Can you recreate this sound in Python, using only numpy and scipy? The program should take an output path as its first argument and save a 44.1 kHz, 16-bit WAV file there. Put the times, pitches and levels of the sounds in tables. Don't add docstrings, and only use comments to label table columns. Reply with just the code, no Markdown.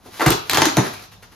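import sys
import numpy as np
from scipy import signal
from scipy.fft import rfft, irfft, next_fast_len
from scipy.io import wavfile

SR = 44100
rng = np.random.default_rng(int(sys.argv[2]) if len(sys.argv) > 2 else 0)


def store_pcm(level_fs):
    pcm = np.round(np.clip(level_fs, -1, 1) * 32767).astype(np.int16)
    wavfile.write(sys.argv[1], SR, np.atleast_2d(pcm).T)


N = 59535
T = np.arange(N) / SR


def amp(db):
    return 10 ** (np.asarray(db) / 20)


def unit(x):
    return x / np.sqrt(np.mean(x ** 2) + 1e-20)


def level(curve):
    t_s, db = np.transpose(curve)
    return amp(np.interp(T, t_s, db, left=-np.inf, right=-np.inf))


def colour(x, points):
    size = 2 * next_fast_len(N)
    hz, db = np.transpose(points)
    log_hz = np.log(np.arange(size // 2 + 1) * SR / size + 1)
    gain = amp(np.interp(log_hz, np.log(hz), db))
    cepstrum = irfft(np.log(unit(gain)))
    cepstrum[1:size // 2] *= 2
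    cepstrum[size // 2 + 1:] = 0
    response = np.exp(rfft(cepstrum))
    return irfft(rfft(x, size) * response)[..., :N]


def convolve(x, responses):
    return np.array([signal.fftconvolve(x, r)[:N] for r in responses])


def ring(x, hz, t60_s):
    radius = amp(-60 / (t60_s * SR))
    w = 2 * np.pi * hz / SR
    return signal.lfilter([.5, 0, -.5], [1, -2 * radius * np.cos(w), radius ** 2], x + 1e-18)


def resonate(x, hz, q):
    return signal.lfilter(*signal.iirpeak(hz, q, fs=SR), x + 1e-18)


def swell(start_s, peak_s, sharpness=2):
    u = np.maximum(T - start_s, 0) / peak_s
    return (u * np.exp(1 - u)) ** sharpness


def grains(per_s, spread_db):
    sizes = amp(spread_db * np.minimum(rng.exponential(1, N), 3))
    signs = rng.choice([-1, 1], N)
    hits = rng.random(N) < per_s / SR
    return unit(sizes * signs * hits)


def clumps(length_s, spread_db):
    wander = np.interp(T / length_s, np.arange(N), rng.standard_normal(N))
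    return unit(amp(spread_db * wander))


# (f/Hz, level/dB), relative
FLOOR_SPECTRUM = [(20, -16), (50, 6), (75, -1.5), (103, 9), (140, -1.5), (195, 2), (300, -12), (1000, -9),
                  (4000, -67), (16000, -61)]
FLOOR_DB, FLOOR_WIDTH = -52.5, 0.55


def background():
    air = rng.standard_normal((3, N))
    return amp(FLOOR_DB) * colour(air[0] + FLOOR_WIDTH * air[1:], FLOOR_SPECTRUM)


# (f/Hz, t60/s, level/dB, left-right likeness before clipping to -1..1)
ROOM_BANDS = [(60, 0.43, -6, 0.77), (130, 0.31, -3, 1), (315, 0.37, -4, 0.61), (480, 0.33, 0.5, -0.085),
              (1170, 0.45, 0.5, -0.39), (2060, 0.4, -5, -0.087), (4000, 0.44, 2.96, 0.19),
              (7300, 0.27, 1.5, -0.067), (7670, 0.24, 9.5, -1.5), (10300, 0.46, -10, -1.12),
              (13000, 0.32, -8, 1), (14900, .2, -30, -1.2)]
ROOM_GAP_S, ROOM_BUILD_S = 0.00033, 0.0037
BOOM_HZ, BOOM_T60_S, BOOM_DB = 102, 1, -65


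def room(x):
    centres_hz, t60s_s, levels_db, likeness = np.transpose(ROOM_BANDS)
    log_hz = np.log(np.fft.rfftfreq(N, 1 / SR) + 1)
    mid, side = rfft(rng.standard_normal((2, N)))
    alike = np.interp(log_hz, np.log(centres_hz), np.clip(likeness, -1, 1))
    noise = np.sqrt((1 + alike) / 2) * mid + np.sqrt((1 - alike) / 2) * side * [[1], [-1]]
    build = np.clip((T - ROOM_GAP_S) / ROOM_BUILD_S, 0, 1)
    response = 0
    for pick, t60_s, db in zip(np.eye(len(ROOM_BANDS)), t60s_s, levels_db):
        decay = build * np.exp(-np.log(1000) * T / t60_s)
        band = irfft(noise * np.interp(log_hz, np.log(centres_hz), pick), N)
        response = response + amp(db) * band * decay / np.sqrt(np.sum(decay ** 2))
    boom = amp(BOOM_DB) * ring(x, BOOM_HZ, BOOM_T60_S)
    return convolve(x, response) + boom


# (t/s, level/dB)
SLIDE = [(0, -62.5), (.05, -57), (.105, -54), (.14, -41), (.19, -39), (.4, -74), (.47, -43), (.72, -41),
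         (.86, -36), (.97, -47), (1.04, -43.5), (1.09, -63), (1.35, -59.5)]
# (t/s, level/dB, dull push level/dB, swell time/s, f/Hz)
SCUFFS = [(0.045, -50, -43, 0.02, 398), (0.93, -40, -64, 0.0074, 2290), (1.11, -48, -72, .015, 2650),
          (1.218, -45.5, -73, .012, 1700), (1.313, -54.5, -53, 0.012, 2000)]
# (f/Hz, level/dB), relative
RUB_SPECTRUM = [(80, -12), (330, 1.5), (700, 0.5), (1400, 2.5), (2500, -2), (6500, -5), (8500, -19.5),
                (10500, -2), (13500, -7.5), (16000, -21)]
# (f/Hz, level/dB), relative
CRUNCH_SPECTRUM = [(40, -26), (100, -14), (200, -3.5), (350, 5), (540, -2.5), (720, -5), (1100, -10),
                   (2500, -43.5)]
RUB_SLIPS_PER_S, SCUFF_Q, SCUFF_RESONANCE = 3200, 2, 0.8


def rubbing():
    slips = grains(RUB_SLIPS_PER_S, spread_db=2.0)
    friction, push = level(SLIDE) * slips, 0
    for t_s, db, push_db, swell_s, hz in SCUFFS:
        envelope = swell(t_s, swell_s)
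        scuff = amp(db) * envelope * slips
        friction = friction + scuff + SCUFF_RESONANCE * resonate(scuff, hz, SCUFF_Q)
        push = push + amp(push_db) * envelope
    return colour(friction, RUB_SPECTRUM) + colour(push * rng.standard_normal(N), CRUNCH_SPECTRUM)


SQUEAK_S, SQUEAK_SWELL_S, SQUEAK_DB = 0.94, 0.026, -44.5
SQUEAK_HZ, SQUEAK_Q, SQUEAK_SLIPS_PER_S = 2350, 13, 500


def squeak():
    tone = unit(resonate(grains(SQUEAK_SLIPS_PER_S, spread_db=-2), SQUEAK_HZ, SQUEAK_Q))
    return amp(SQUEAK_DB) * swell(SQUEAK_S, SQUEAK_SWELL_S) * tone


# (t/s, level/dB)
PRY = [(.186, -76), (.196, -23.5), (.209, -22), (.222, -17.5), (.255, -26), (.27, -14.5), (.29, -19.5),
       (.318, -28.5), (.335, -26.5), (.37, -61)]
# (f/Hz, level/dB), relative
CREAK_SPECTRUM = [(60, -61), (170, -12), (320, 2.5), (600, 0), (1000, 2), (1800, -3), (3200, -12.5),
                  (7000, -20.5), (8500, -30), (11000, -15), (14000, -23), (16000, -38)]
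CREAK_SLIPS_PER_S, CREAK_CLUMP_S, CREAK_CLUMP_DB = 4500, .004, 1.5


def creaking():
    slips = clumps(CREAK_CLUMP_S, CREAK_CLUMP_DB) * grains(CREAK_SLIPS_PER_S, spread_db=2.5)
    return colour(level(PRY) * slips, CREAK_SPECTRUM)


# (t/s, level/dB)
TEAR = [(.496, -33), (.508, -30.5), (.53, -23), (.55, -20.5), (.585, -26), (.61, -23.5), (.64, -21),
        (.668, -21.5), (.69, -27), (.745, -64), (.77, -24), (.782, -19.5), (.803, -28), (.83, -33),
        (.865, -32.5), (.91, -51)]
# (f/Hz, level/dB), relative
BEAD_SPECTRUM = [(40, -24.5), (100, 5), (190, 1), (320, 1.5), (550, -1), (950, 2), (1800, 4), (3500, -10.5),
                 (6800, -15), (8500, -30), (10500, -6.5), (13500, -28), (16000, -39)]
# (f/Hz, Q, share)
HOLLOW = [(342, 2.1, 0.83), (824, 4.9, 0.4)]
# (f/Hz, level/dB), relative
SNAP_SPECTRUM = [(200, -9.5), (600, -8), (1500, 3), (3000, 1.5), (6500, -0.5), (9000, -9), (13000, 0),
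                 (16000, -12.5)]
BEADS_PER_S, CLUMP_S, CLUMP_DB = 3500, 0.0048, 3.5
POPS_PER_S, POP_DECAY_S, POP_DB, POPS_END_S = 200, 0.00068, -13.5, .7


def tearing():
    tear = level(TEAR)
    parting = clumps(CLUMP_S, CLUMP_DB) * grains(BEADS_PER_S, spread_db=2.5)
    beads = colour(tear * parting, BEAD_SPECTRUM)
    hollow = sum(share * resonate(beads, hz, q) for hz, q, share in HOLLOW)
    clicks = abs(grains(POPS_PER_S, spread_db=8.5))
    bursts = signal.lfilter([1], [1, -np.exp(-1 / (POP_DECAY_S * SR))], clicks + 1e-18)
    popping = unit(bursts * rng.standard_normal(N))
    pops = colour(amp(POP_DB) * tear * (T < POPS_END_S) * popping, SNAP_SPECTRUM)
    return beads + hollow + pops


# (t/s, level/dB)
CRUNCHES = [(0.259, -32), (.303, -23), (0.7715, -16), (0.817, -37)]
CRUNCH_SWELL_S = 0.013


def crunches():
    envelope = sum(amp(db) * swell(t_s, CRUNCH_SWELL_S) for t_s, db in CRUNCHES)
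    return colour(envelope * rng.standard_normal(N), CRUNCH_SPECTRUM)


# (t/s, level/dB, f/Hz at the peak, swell time/s)
THUDS = [(0.219, -17.5, 320, 0.0093), (0.2594, -7.5, 156.6, 0.013), (0.259, -19.5, 63, .028),
         (.303, -11, 350, 0.0065), (0.299, -24, 116, 0.023), (.657, -12, 308, 0.012),
         (.773, -6.5, 193, 0.009), (.774, -11.5, 319, .013), (0.773, -17.5, 114, 0.02),
         (.816, -24.5, 315, 0.0089)]
THUD_SHARPNESS, THUD_SAG = 8, 0.045


def thuds():
    out = 0
    for t_s, db, hz, peak_s in THUDS:
        pitch_hz = hz * (1 + THUD_SAG * (1 - np.clip((T - t_s) / peak_s, 0, 2)))
        phase = 2 * np.pi * np.cumsum(pitch_hz * (T > t_s)) / SR
        out = out + amp(db) * swell(t_s, peak_s, THUD_SHARPNESS) * np.sin(phase)
    return out


# (t/s, snap level/dB before SNAP_DB, slab ring level/dB, snap length/s, snap f/Hz)
CRACKS = [(0.2062, -30, -19, 0.0036, 1500), (0.218, -48, -25.5, .008, 1760),
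          (0.2606, -17.5, -13, 0.0037, 2150), (0.263, -16, -17.5, .004, 1440),
          (0.2816, -17, -41, 0.0026, 2270), (0.3036, -12, -29, 0.0035, 9800),
          (0.318, -21, -30, 0.012, 2840), (0.4961, -10, -26, 0.0027, 2880),
          (0.5106, -21, -40, 0.0058, 3350), (.5330, -8, -23.5, 0.0011, 3450),
          (0.5444, -19, -25.5, 0.0071, 3550), (0.5715, -12.5, -15, 0.0036, 2930),
          (0.5814, -23, -16.5, 0.0062, 3140), (.6185, -7.5, -11.5, 0.002, 2540),
          (0.6544, -9.5, -21, 0.0023, 6640), (0.7688, -12, -14.5, 0.0025, 6050)]
SNAP_RISE_S, SNAP_DB, SNAP_RESONANCE, SNAP_Q = 0.00049, 0.5, 1.06, 4.5


def snaps():
    out, cells = 0, rng.choice([-1, 1], N)
    for t_s, db, _, length_s, hz in CRACKS:
        age_s = np.maximum(T - t_s, 0)
        envelope = np.minimum(age_s / SNAP_RISE_S, 1) * np.exp(-(age_s / length_s) ** 2)
        burst = amp(SNAP_DB + db) * envelope * cells
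        out = out + burst + SNAP_RESONANCE * resonate(burst, hz, SNAP_Q)
    return colour(out, SNAP_SPECTRUM)


# (f/Hz, level/dB, t60/s)
SLAB_MODES = [(314, -1.5, 0.034), (440, -6, 0.049), (598, -9, 0.036), (728, -4.5, 0.027), (796, 0, 0.025),
              (884, -8, 0.11), (951, -3.5, 0.043), (1093, -9, 0.044), (1223, -4.5, 0.028),
              (1510, -9, 0.027), (1754, -5, 0.038), (2000, -4, 0.025), (2764, -10, 0.021)]
# (t/s, pitch ratio)
SLAB_PITCH = [(.26, 1), (.60, 1.06), (.77, 0.788)]
SLAB_LAG_S, SLAB_DETUNE_RATIO, SLAB_SCATTER_DB = 0.001082, 0.014, 2


def slab_ring():
    out, blow = np.zeros(N), signal.unit_impulse(SR // 10)
    for t_s, _, ring_db, _, _ in CRACKS:
        start = int((t_s + SLAB_LAG_S) * SR)
        pitch = np.interp(t_s, *np.transpose(SLAB_PITCH))
        for hz, db, t60_s in SLAB_MODES:
            mode_db = ring_db + db + SLAB_SCATTER_DB * rng.standard_normal()
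            strength = rng.choice([-1, 1]) * amp(mode_db)
            mode_hz = hz * pitch * (1 + SLAB_DETUNE_RATIO * rng.standard_normal())
            out[start:start + len(blow)] += strength * ring(blow, mode_hz, t60_s)
    return out


THUD_ROOM_DB, RIGHT_LAG_SAMPLES, PAN_DB = -2.5, 0.93, 0.8


def scene():
    breaking = snaps() + slab_ring() + crunches() + creaking() + tearing() + rubbing() + squeak()
    flexing = thuds()
    taps = np.arange(17)
    lags = np.array([[0], [RIGHT_LAG_SAMPLES]])
    direct = convolve(breaking + flexing, np.sinc(taps - np.median(taps) - lags))
    reverb = room(breaking + amp(THUD_ROOM_DB) * flexing)
    return (direct + reverb) * amp([[PAN_DB / 2], [-PAN_DB / 2]]) + background()


CEILING, CUTOFF_HZ = .95, 17200


def record(dry):
    x = dry / (1 + (dry / CEILING) ** 4) ** .25
    return signal.sosfilt(signal.cheby2(12, 70, CUTOFF_HZ, fs=SR, output="sos"), x)


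dry = scene()
out = record(dry)
store_pcm(out)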